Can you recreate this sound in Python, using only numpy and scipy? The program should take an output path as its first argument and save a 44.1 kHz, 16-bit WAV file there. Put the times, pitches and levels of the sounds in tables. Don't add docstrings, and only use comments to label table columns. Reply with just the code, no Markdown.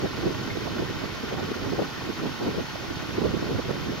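import sys
import numpy as np
from scipy import signal
from scipy.fft import rfft, irfft
from scipy.io import wavfile
from scipy.ndimage import uniform_filter1d

SR = 44100
rng = np.random.default_rng(int(sys.argv[2]) if len(sys.argv) > 2 else 0)


def transcribe(u):
    v = np.clip(np.atleast_2d(u).T, -1, 1)
    q = np.round(v * 32767).astype(np.int16)
    wavfile.write(sys.argv[1], SR, q)


N = 176400
T = np.arange(N) / SR
SIZE, HOP = 1024, 128
HZ = np.fft.rfftfreq(SIZE, 1 / SR)
FRAME_S = np.arange(N // HOP + 9)[:, None] * HOP / SR

# time in seconds, strength in dB.
GUST_ENVELOPE = [(0, -35.5), (.055, -26), (.08, -38), (.15, -36.5), (.26, -29.5), (.33, -34.5),
                 (.81, -34.5), (1.11, -37.5), (1.2, -40), (1.43, -32.5), (1.55, -37), (1.64, -33.5),
                 (1.81, -33.5), (1.92, -42.5), (2.08, -35), (2.14, -41), (2.26, -28.5), (2.35, -42),
                 (2.61, -32), (2.66, -42.5), (2.82, -38.5), (2.93, -36.5), (3.09, -37), (3.27, -29.5),
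                 (3.39, -35), (3.56, -29), (3.63, -40.5), (3.67, -32), (3.79, -35.5), (3.92, -32.5),
                 (4, -40)]
# frequency in Hz, relative level in dB.
RUMBLE_EQ = [(20, -30), (40, -34), (65, -1.5), (120, 4), (200, -2), (330, -1.5), (480, -8.5), (700, -15.5),
             (1200, -28), (3000, -69)]
BUFFET_EQ = [(20, -41), (60, -17), (130, -6), (250, 0), (380, 2.5), (520, -5.5), (750, -14.5),
             (1200, -24.5), (3000, -57)]
# frequency in Hz, boost over the left in dB.
RIGHT_RUMBLE_EQ = [(60, 1.5), (150, 2), (350, 6.5), (800, 3.5)]
# peak time and length in seconds, centre in Hz, left and right level in dB.
BUFFET_HITS = [(.044, 0.016, 320, -24, -22), (.271, 0.023, 353, -21.5, -20),
               (.573, 0.0088, 330, -42, -24.5), (.673, .022, 700, -49, -30), (0.77, .008, 390, -28, -29),
               (.8, 0.013, 340, -26, -22.5), (.826, 0.012, 350, -26.5, -23), (.908, 0.015, 350, -33.5, -30),
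               (1.042, 0.013, 330, -42, -25.5), (1.24, 0.012, 340, -29, -27), (1.332, 0.029, 460, -31, -30),
               (1.394, 0.034, 690, -41, -31), (1.518, 0.0044, 390, -21, -26), (1.671, .034, 320, -40, -27),
               (1.73, 0.021, 366, -32, -23), (1.798, 0.02, 460, -21.5, -26), (1.822, .013, 400, -22, -23.5),
               (2.098, 0.016, 350, -32.5, -22.5), (2.428, 0.039, 400, -29, -26.5),
               (2.479, 0.032, 380, -23, -24), (2.586, 0.021, 380, -24, -36),
               (2.757, 0.0059, 680, -40, -29.5), (2.91, .014, 250, -31, -29.5),
               (3.185, 0.0084, 400, -23, -19), (3.219, 0.0091, 382, -34, -19.5),
               (3.253, 0.027, 384, -27.5, -18), (3.346, 0.012, 316, -31, -19),
               (3.371, 0.012, 298, -31, -22), (3.43, .008, 350, -25.5, -24.5), (3.514, .025, 390, -28, -26),
               (3.595, .013, 330, -27.5, -22), (3.692, .01, 520, -36, -28), (3.71, 0.0094, 340, -33, -19.5),
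               (3.897, 0.016, 300, -30.5, -27)]
# time in seconds, port (0 left, 1 right), peak in dB.
AIR_POPS = [(.572, 1, -19), (1.792, 0, -11), (1.824, 1, -16)]
# delay in milliseconds, linear gain.
REFLECTIONS_LEFT = [(.347, .27), (.528, -.22), (2.222, .14)]
REFLECTIONS_RIGHT = [(.197, .68), (.829, -.2), (1.22, -.38), (1.594, .22), (1.758, -.46), (1.93, .22),
                     (2.463, -.31), (2.979, -.44), (3.102, -.17), (3.386, -.16), (3.678, .19)]
# frequency in Hz, level over the direct sound in dB.
SCATTER_EQ = [(400, 13), (950, 2), (1500, -10.5), (2600, 2), (4500, 2), (7000, 1), (8500, 13)]
# frequency in Hz, relative level in dB.
SPRAY_EQ_LEFT = [(30, -28), (120, -4.5), (400, -2.5), (780, -5), (1080, 3), (1220, 0), (1430, 3),
                 (1620, 3.5), (2400, -4.5), (2780, -5.5), (3300, -3.5), (3850, -6), (4500, -6),
                 (6100, -9.5), (6700, -12.5), (7900, -27), (8800, -29), (9700, -29.5), (11200, -21),
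                 (12200, -26.5), (13000, -25.5), (15600, -25.5)]
SPRAY_EQ_RIGHT = [(30, -30), (120, -2.5), (400, -6.5), (780, 0.5), (1000, 1), (1500, .5), (2600, -3),
                  (4500, -8), (5800, -14), (6800, -23), (7400, -26), (8000, -38), (9400, -29.5),
                  (10300, -26), (12200, -26), (13600, -24.5), (15600, -25.5)]


def amp(db):
    return 10 ** (np.asarray(db) / 20)


def unit(x):
    return x / np.sqrt(np.mean(x ** 2) + 1e-20)


def levelled(x, size):
    return unit(x) / np.sqrt(uniform_filter1d(unit(x) ** 2, size=size) + 1e-6)


def eq_db(curve, hz):
    knots_hz, db = np.transpose(curve)
    return np.interp(np.log(hz + 1), np.log(np.sort(knots_hz) + 1), db)


def drift(span_s, width_hz=None):
    field = rng.standard_normal((len(FRAME_S), len(HZ) if width_hz else 1))
    rate_hz = np.fft.rfftfreq(len(field), HOP / SR)[:, None]
    field = irfft(rfft(field, axis=0) * np.exp(-(rate_hz * span_s) ** 2), len(field), axis=0)
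    if width_hz:
        ripples_per_hz = np.fft.rfftfreq(len(HZ), HZ[1])
        field = irfft(rfft(field) * np.exp(-(ripples_per_hz * width_hz) ** 2), len(HZ))
    return unit(field)


def noise_frames():
    shape = len(FRAME_S), len(HZ)
    return rng.standard_normal(shape) + 1j * rng.standard_normal(shape)


def render(spectra):
    return signal.istft(spectra.T, nperseg=SIZE, noverlap=SIZE - HOP)[1][:N]


def per_sample(curve):
    return np.interp(T, FRAME_S[:, 0], curve[:, 0])


def wind(port, eddy_db=2.5, flutter_db=1.9, trim_db=0.1):
    strength = np.interp(FRAME_S, *np.transpose(GUST_ENVELOPE))
    octaves = np.log2(np.clip(HZ, 50, 800) / 200)
    tilt = 0.12 * (strength - strength.mean()) * octaves
    left_colour = eq_db(RUMBLE_EQ, HZ)
    colour = left_colour + port * eq_db(RIGHT_RUMBLE_EQ, HZ)
    port_gain = np.linalg.norm(amp(colour)) / np.linalg.norm(amp(left_colour))
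    eddies = render(noise_frames() * amp(colour + tilt + eddy_db * drift(span_s=0.046, width_hz=330)))
    flutter = amp(flutter_db * per_sample(drift(span_s=0.009)))
    return port_gain * levelled(eddies * flutter, size=2600) * amp(per_sample(strength) + trim_db)


def buffets(port, size=8192, eq_centre_hz=380):
    out, hz = np.zeros(N), np.fft.rfftfreq(size, 1 / SR)
    for peak_s, length_s, centre_hz, *port_db in BUFFET_HITS:
        colour = eq_db(BUFFET_EQ, hz * eq_centre_hz / centre_hz)
        air = irfft(rfft(rng.standard_normal(size)) * amp(colour))
        at = np.arange(size) + round(peak_s * SR) - size // 2
        swell = np.exp(-2 * ((at / SR - peak_s) / length_s) ** 2)
        hit = amp(port_db[port]) * swell * levelled(air, size=500)
        inside = (at >= 0) & (at < N)
        out[at[inside]] += hit[inside]
    return out


def pops(width_s=0.00048):
    out = np.zeros((2, N))
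    for peak_s, port, db in AIR_POPS:
        offset = (T - peak_s) / width_s
        out[int(port)] += amp(db) * (1 - offset ** 2) * np.exp(-offset ** 2 / 2)
    return out


def water_path(port, hz, right_lag_ms=0.017):
    phase_per_ms = -2j * np.pi * hz / 1000
    taps = (REFLECTIONS_LEFT, REFLECTIONS_RIGHT)[port]
    reflections = sum(gain * np.exp(phase_per_ms * ms) for ms, gain in taps)
    return np.exp(phase_per_ms * port * right_lag_ms) * (1 + reflections)


def from_water(x):
    paths = [water_path(port, np.fft.rfftfreq(N, 1 / SR)) for port in range(2)]
    return np.array([irfft(rfft(x) * path / np.sqrt(np.mean(abs(path) ** 2)), N) for path in paths])


def bubbles(per_s=210, low_hz=846, high_hz=4220, pitches=28, cycles=5.3, spread_db=3.5, level_db=-54):
    out = np.zeros(N)
    for hz in np.geomspace(low_hz, high_hz, pitches):
        t = np.arange(0, cycles / hz, 1 / SR)
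        age = t * hz / cycles
        chirp = np.sin(2 * np.pi * hz * t * (1 + 0.1 * age))
        envelope = np.exp(-3 * age) * (1 - age) * np.minimum(age * 10, 1)
        drops = rng.random(N) < per_s / pitches / SR
        accents = amp(spread_db * np.minimum(rng.exponential(1, N), 4))
        out += signal.oaconvolve(drops * accents, chirp * envelope)[:N]
    return amp(level_db) * unit(out)


def plink(peak_s=0.507, length_s=0.017, centre_hz=2080, width_hz=150, level_db=-36.5):
    band = np.exp(-0.5 * ((HZ - centre_hz) / width_hz) ** 2)
    ring = levelled(render(noise_frames() * band), size=900)
    swell = np.exp(-2 * ((T - peak_s) / length_s) ** 2)
    return amp(level_db) * ring * swell


def spray(port_db=(-37, -36.5), slosh_hz=1200, slosh_octaves=0.47, paddles_per_s=7.1):
    slosh_band = np.exp(-0.5 * (np.log2((HZ + 1) / slosh_hz) / slosh_octaves) ** 2)
    slosh_db = 2.13 * slosh_band * drift(span_s=0.0071)
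    shimmer_db = 0.8 * drift(span_s=0.018, width_hz=1400)
    flicker_db = 0.38 * drift(span_s=0.011)
    paddle_db = 0.25 * np.sin(2 * np.pi * paddles_per_s * FRAME_S)
    fade_db = -0.18 * (FRAME_S - FRAME_S.mean())
    direct, scatter_gain = noise_frames(), amp(eq_db(SCATTER_EQ, HZ))
    ports = []
    for port, tone in enumerate((SPRAY_EQ_LEFT, SPRAY_EQ_RIGHT)):
        path = water_path(port, HZ)
        blend = path * direct + scatter_gain * noise_frames()
        blend /= np.sqrt(np.mean(abs(path) ** 2) + scatter_gain ** 2)
        rush = render(blend * amp(eq_db(tone, HZ) + slosh_db + shimmer_db))
        ports.append(amp(port_db[port]) * unit(rush))
    return np.array(ports) * amp(per_sample(flicker_db + paddle_db + fade_db))


def scene():
    aerator = spray() + from_water(bubbles() + plink())
    air = np.array([wind(port) + buffets(port) for port in range(2)]) + pops()
    return aerator + air


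def record(dry):
    lowpass = signal.firwin(801, cutoff=15750, window=("kaiser", 9), fs=SR)
    return signal.oaconvolve(dry, lowpass[None], "same")


dry = scene()
out = record(dry)
transcribe(out)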